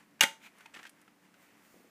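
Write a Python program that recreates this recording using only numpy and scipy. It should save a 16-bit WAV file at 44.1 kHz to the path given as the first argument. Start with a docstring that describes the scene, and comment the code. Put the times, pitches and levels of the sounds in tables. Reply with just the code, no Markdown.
"""A disc snaps off the toothed hub of a clear plastic case, close by in a small, softly humming room.
First, skin rubs on the case and a finger ticks against it. Then the hub's teeth crack past the rim
of the disc's hole and ring. The freed disc clatters on the tray and slides away. After that, fingers
tick, rub and bump on the case, and the plastic gives a few thin creaks. Near the end the hand
rustles and softly bumps the case again."""
import sys
import numpy as np
from scipy import signal
from scipy.fft import rfft, irfft
from scipy.io import wavfile
from scipy.ndimage import uniform_filter1d

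SR = 44100
rng = np.random.default_rng(int(sys.argv[2]) if len(sys.argv) > 2 else 0)


def transcribe(u):
    """Save the signal u as a 16-bit wav file named by the first command-line argument.

    u: samples, shape (n,) or (channels, n), limited to [-1, 1]; the rate is SR.
    q: integer samples, one column per channel.
    """
    v = np.clip(np.atleast_2d(u).T, -1, 1)
    q = np.round(v * 32767).astype(np.int16)
    wavfile.write(sys.argv[1], SR, q)


N = 83790
ATTACK_S = 0.00028  # how quickly a struck sound starts


def amp(db):
    """Turns decibels into a number to multiply a sound by."""
    return 10 ** (np.asarray(db) / 20)


def unit(x):
    """Scales a sound to an average (rms) size of 1."""
    return x / np.sqrt(np.mean(x ** 2) + 1e-20)


def look_up(points, hz):
    """Reads between a table's rows, on a scale of octaves."""
    pitches, values = np.transpose(points)
    return np.interp(np.log(hz + 1), np.log(pitches + 1), values)


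def add(mix, start_s, sound):
    """Mixes a sound in at the given time."""
    part = mix[round(start_s * SR):][:len(sound)]
    part += sound[:len(part)]


def colour(noise, tone, tilt_db=0):
    """Shapes noise by a tone table; a tilt above 0 makes it brighter."""
    hz = np.fft.rfftfreq(len(noise), 1 / SR)
    tilt = tilt_db * np.log2(np.maximum(hz, 500) / 2500)
    return unit(irfft(rfft(noise) * amp(look_up(tone, hz) + tilt), len(noise)))


def even_out(noise):
    """Smooths a noise so that no pitch sticks out by chance."""
    spectrum = rfft(noise)
    nearby_power = uniform_filter1d(abs(spectrum) ** 2, size=70)
    return irfft(spectrum / np.sqrt(nearby_power + 1e-12), len(noise))


def burst(tone, fade_s, tilt_db=0):
    """A click: many close notes struck at once. A fade time is how long a 60 dB drop takes."""
    t = np.arange(SR // 4) / SR
    fade = (1 - np.exp(-t / ATTACK_S)) * 1000 ** (-t / fade_s)
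    click = colour(even_out(rng.standard_normal(len(t)) * fade), tone, tilt_db)
    soft_end = np.minimum(2 - 2 * t / t[-1], 1) ** 2
    return unit(click * soft_end) * np.sqrt(np.mean(fade ** 2))


def ring(notes):
    """A struck part rings with pure notes, each fading at its own speed."""
    t = np.arange(SR // 4) / SR
    sound = sum(amp(db - 60 * t / fade_s) * np.sin(2 * np.pi * hz * t) for hz, db, fade_s in notes)
    return sound * (1 - np.exp(-t / ATTACK_S))


def touches(events, tone):
    """One short burst for each row, all with the same tone."""
    out = np.zeros(N)
    for start_s, db, fade_s in events:
        add(out, start_s, amp(db) * burst(tone, fade_s))
    return out


def friction(levels, tone, slips_per_s=21000, spread_db=1):
    """Rubbing surfaces catch and let go in many tiny, uneven slips."""
    sizes = amp(spread_db * np.minimum(rng.exponential(1, N), 4))
    slips = sizes * rng.standard_normal(N) * (rng.random(N) < slips_per_s / SR)
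    loudness = amp(np.interp(np.arange(N) / SR, *np.transpose(levels)))
    return loudness * colour(slips, tone)


# the room's steady noise: (pitch [Hz], relative level [dB])
AIR_TONE = [(25, -22.5), (65, -24.5), (110, -9), (200, -2.5), (300, -2), (400, -7.5), (800, -9.5),
            (2000, -13.5), (3500, -21), (8000, -24.5), (15000, -28)]
# faint low hums: (pitch [Hz], width [Hz], level [dB])
ROOM_HUMS = [(184.5, 13, -77.5), (221.8, 18, -76.5), (292, 18, -76.5)]
def room_tone(air_db=-68):
    """Steady background noise with a few low, wavering hums."""
    hz = np.fft.rfftfreq(N, 1 / SR)
    out = amp(air_db) * colour(rng.standard_normal(N), AIR_TONE)
    for centre, width, db in ROOM_HUMS:
        narrow_band = 1 / (1 + (2 * (hz - centre) / width) ** 2)
        out += amp(db) * unit(irfft(rfft(rng.standard_normal(N)) * narrow_band, N))
    return out


# how loud the rubbing is: (time [s], level [dB])
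RUB_LEVELS = [(0, -61.5), (0.06, -74.5), (0.3, -77), (0.53, -71), (0.6, -61), (0.65, -64.5), (0.72, -71.5),
              (0.77, -59), (0.82, -61), (0.86, -66.5), (0.91, -76), (1.0, -67.5), (1.18, -83),
              (1.25, -66.5), (1.31, -76), (1.42, -66.5), (1.7, -69), (1.9, -72)]
# skin on plastic: (pitch [Hz], relative level [dB])
RUB_TONE = [(100, -23.5), (400, -5), (1000, -2.5), (2000, 2), (2800, -3.5), (4000, -13.5), (7000, -13.5),
            (15000, -20.5)]
def skin_rub():
    """Skin drags over the case in tiny slips."""
    return friction(RUB_LEVELS, RUB_TONE)


# the case's own notes: (pitch [Hz], relative level [dB], fade time [s])
CASE_NOTES = [(574, -12.5, 0.1), (818, -15, .14), (917, -13.5, .13), (1270, -10.5, .15),
              (1398, -10.5, 0.12), (1470, -6.5, 0.066), (1655, -9, 0.089), (1912, -2.5, 0.12),
              (2142, -3.5, 0.066), (2160, -6.5, .11), (2307, -11.5, 0.15), (3190, -11, 0.088),
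              (3440, -10, .1), (3690, -11, .1)]
def case_ring():
    """The case rings with the same notes whether a finger or the disc hits it."""
    return ring(CASE_NOTES)


# finger taps: (time [s], level [dB], tilt [dB per octave], fade time [s], spot's pitch [Hz])
FINGER_TAPS = [(0.1941, -54, -2.5, 0.051, 1810), (0.607, -50.5, -0.5, 0.029, 1500),
               (0.6293, -68.5, 1.5, .015, 2080), (0.658, -46, -3, 0.029, 2542),
               (0.6599, -49.5, 2, 0.019, 926), (0.7383, -53, -2, 0.036, 7840),
               (0.7417, -45.5, 0, 0.044, 2580), (0.7488, -44.5, 0.5, 0.022, 1790),
               (0.7522, -50.5, -3, 0.025, 1880), (0.761, -49, -3.5, 0.099, 1790),
               (0.767, -48.5, -1.5, 0.071, 2865), (0.7904, -46.5, -3.5, 0.069, 1340),
               (0.8302, -46, 1.5, 0.023, 1800), (0.8381, -54, 1.5, 0.061, 1906),
               (0.852, -44.5, -1.5, 0.037, 1592), (0.864, -52, 1, 0.066, 1850),
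               (0.8679, -50, 3, 0.039, 3170), (1.0784, -56.5, -3, 0.041, 1316),
               (1.341, -58, 0.5, 0.037, 1473), (1.649, -62.5, 1.5, 0.034, 1870)]
# a fingertip's click: (pitch [Hz], relative level [dB])
TAP_TONE = [(40, -45), (100, -31.5), (250, -12.5), (600, -17), (900, -5), (1100, -8), (1500, -0.5),
            (2700, -2), (4200, -10.5), (7500, -15), (11000, -23.5), (15000, -28)]
def finger_ticks():
    """Fingers and nails click on the case. It rings faintly, most at the note of the spot touched."""
    out = np.zeros(N)
    case = amp(-19) * case_ring()
    for start_s, db, tilt_db, fade_s, hz in FINGER_TAPS:
        spot = ring([(hz, -1, 0.045)])
        add(out, start_s, amp(db) * (burst(TAP_TONE, fade_s, tilt_db) + case + spot))
    return out


# the hub lets go: (time [s], level [dB], fade time [s])
HUB_SNAPS = [(0.2082, -15, .035), (0.209, -11.5, 0.01)]
# the crack: (pitch [Hz], relative level [dB])
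CRACK_TONE = [(30, -42), (100, -33.5), (220, -14.5), (500, -13.5), (850, -10.5), (1060, -13.5),
              (1350, -3.5), (2600, 3), (4800, -6.5), (6400, 0), (8500, -10.5), (15000, -12.5)]
# notes of the teeth and their base: (pitch [Hz], relative level [dB], fade time [s])
HUB_NOTES = [(801, -20.5, .09), (891, -18, 0.25), (1222, -19, .07), (1361, -15.5, 0.056),
             (1628, -15.5, 0.13), (2005, -11.5, 0.048), (2420, 0.5, 0.031), (2845, 1, .045),
             (3720, -18, 0.085), (4500, -12, .035), (6320, -8, 0.012), (6440, -7.5, .03), (7660, -18, .03)]
def hub_snap(ring_db=3):
    """The teeth crack past the rim of the hole; the first snap sets them ringing."""
    out = touches(HUB_SNAPS, CRACK_TONE)
    start_s, db, _ = HUB_SNAPS[0]
    add(out, start_s, amp(db + ring_db) * ring(HUB_NOTES))
    return out


# the disc hits the tray: (time [s], level [dB], tilt [dB per octave], fade time [s])
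DISC_KNOCKS = [(0.2111, -19.5, 2.5, 0.036), (0.2153, -25, 0.5, 0.035), (0.2238, -22.5, 4, 0.025),
               (0.2246, -20, -1.5, 0.035), (0.2287, -27, 1.5, 0.11), (0.231, -27.5, -1, .03),
               (0.2347, -17, -2, 0.027), (0.2344, -17, 3, 0.017), (0.2381, -18, -1, 0.022)]
# a knock on the case: (pitch [Hz], relative level [dB])
KNOCK_TONE = [(30, -51.5), (80, -44), (135, -18.5), (230, -7.5), (450, -16), (880, -5), (1080, -12.5),
              (1500, 1), (2100, 4), (2800, -4.5), (3600, -2), (4600, -13), (6500, -11), (10000, -14.5),
              (15000, -23.5)]
def disc_clatter():
    """The freed disc rattles on the tray; each knock clicks and rings the case."""
    out = np.zeros(N)
    case = amp(-16.5) * case_ring()
    for start_s, db, tilt_db, fade_s in DISC_KNOCKS:
        add(out, start_s, amp(db) * (burst(KNOCK_TONE, fade_s, tilt_db) + case))
    return out


# how loud the slide is: (time [s], level [dB])
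SLIDE_LEVELS = [(0.37, -98), (0.41, -66), (0.44, -54.5), (0.47, -53), (0.495, -68.5), (0.52, -95)]
# disc on plastic: (pitch [Hz], relative level [dB])
SLIDE_TONE = [(100, -25), (500, -17.5), (950, -1), (1130, -9), (1400, 0.5), (1900, -4), (2330, 6.5),
              (2750, -1.5), (3300, -4), (4500, -13.5), (7000, -12), (12000, -20), (15000, -19.5)]
def disc_slide():
    """The disc scrapes lightly as it slides off the tray."""
    return friction(SLIDE_LEVELS, SLIDE_TONE)


# the plastic creaks: (time [s], level [dB], fade time [s])
CASE_CREAKS = [(0.5845, -55.5, 0.014), (0.894, -49, 0.023), (1.015, -58, 0.025)]
# a thin creak: (pitch [Hz], relative level [dB])
CREAK_TONE = [(300, -31), (2400, 5), (4000, 0.5), (7000, 1), (10300, 8.5), (12500, -1), (15000, -8)]
def plastic_creaks():
    """The plastic gives very short, high creaks."""
    return touches(CASE_CREAKS, CREAK_TONE)


# the hand meets the case: (time [s], level [dB], fade time [s])
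HAND_BUMPS = [(0.745, -58.5, 0.078), (0.768, -56.5, 0.049), (1.742, -55, 0.051), (1.761, -56, 0.075),
              (1.798, -58, 0.069), (1.844, -55, .06), (1.872, -60, .07)]
# a dull bump: (pitch [Hz], relative level [dB])
BUMP_TONE = [(30, -50), (70, -44), (130, -20), (220, 1.5), (450, 4.5), (700, -8.5), (2000, -32)]
def hand_bumps():
    """The hand bumps the case with soft, low thuds."""
    return touches(HAND_BUMPS, BUMP_TONE)


# how loud the rustle is: (time [s], level [dB])
RUSTLE_LEVELS = [(1.3, -90), (1.43, -67.5), (1.52, -82.5), (1.66, -67.5), (1.8, -69.5), (1.9, -79)]
# a high rustle: (pitch [Hz], relative level [dB])
RUSTLE_TONE = [(300, -7), (3000, -7), (7000, -1), (11000, -5), (15000, -0.5)]
def hand_rustle():
    """The moving hand makes a soft, high rustle."""
    return friction(RUSTLE_LEVELS, RUSTLE_TONE)


# how long the room's echo lasts: (pitch [Hz], fade time [s])
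ECHO_FADES = [(150, .2), (400, .3), (1200, .26), (2100, 0.23), (3200, .24), (7000, .26), (15000, .21)]
def room_echo(sound, delay_s=0.0044, rise_s=0.008):
    """The room answers with a short, blurred echo, each pitch fading at its own speed."""
    hz, t, noise = signal.stft(rng.standard_normal(SR // 2), SR, nperseg=512)
    fade = amp(-60 * t / look_up(ECHO_FADES, hz)[:, None])
    tail = signal.istft(noise / abs(noise) * fade, SR, nperseg=512)[1]
    tail *= np.clip((np.arange(len(tail)) / SR - delay_s) / rise_s, 0, 1)
    return signal.fftconvolve(sound, tail / np.linalg.norm(tail))[:N]


def scene(echo_db=-14.5):
    """Adds the hand, the case, the disc and the room into one channel."""
    close = skin_rub() + finger_ticks() + hub_snap() + disc_clatter() + disc_slide()
    close += plastic_creaks() + hand_bumps() + hand_rustle()
    return (room_tone() + close + amp(echo_db) * room_echo(close))[None]


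def record(dry):
    """Cuts away the very highest treble."""
    treble_cut = signal.firwin(401, cutoff=15450, window=("kaiser", 9), fs=SR)
    return signal.oaconvolve(dry, treble_cut[None], "same")


dry = scene()
out = record(dry)
transcribe(out)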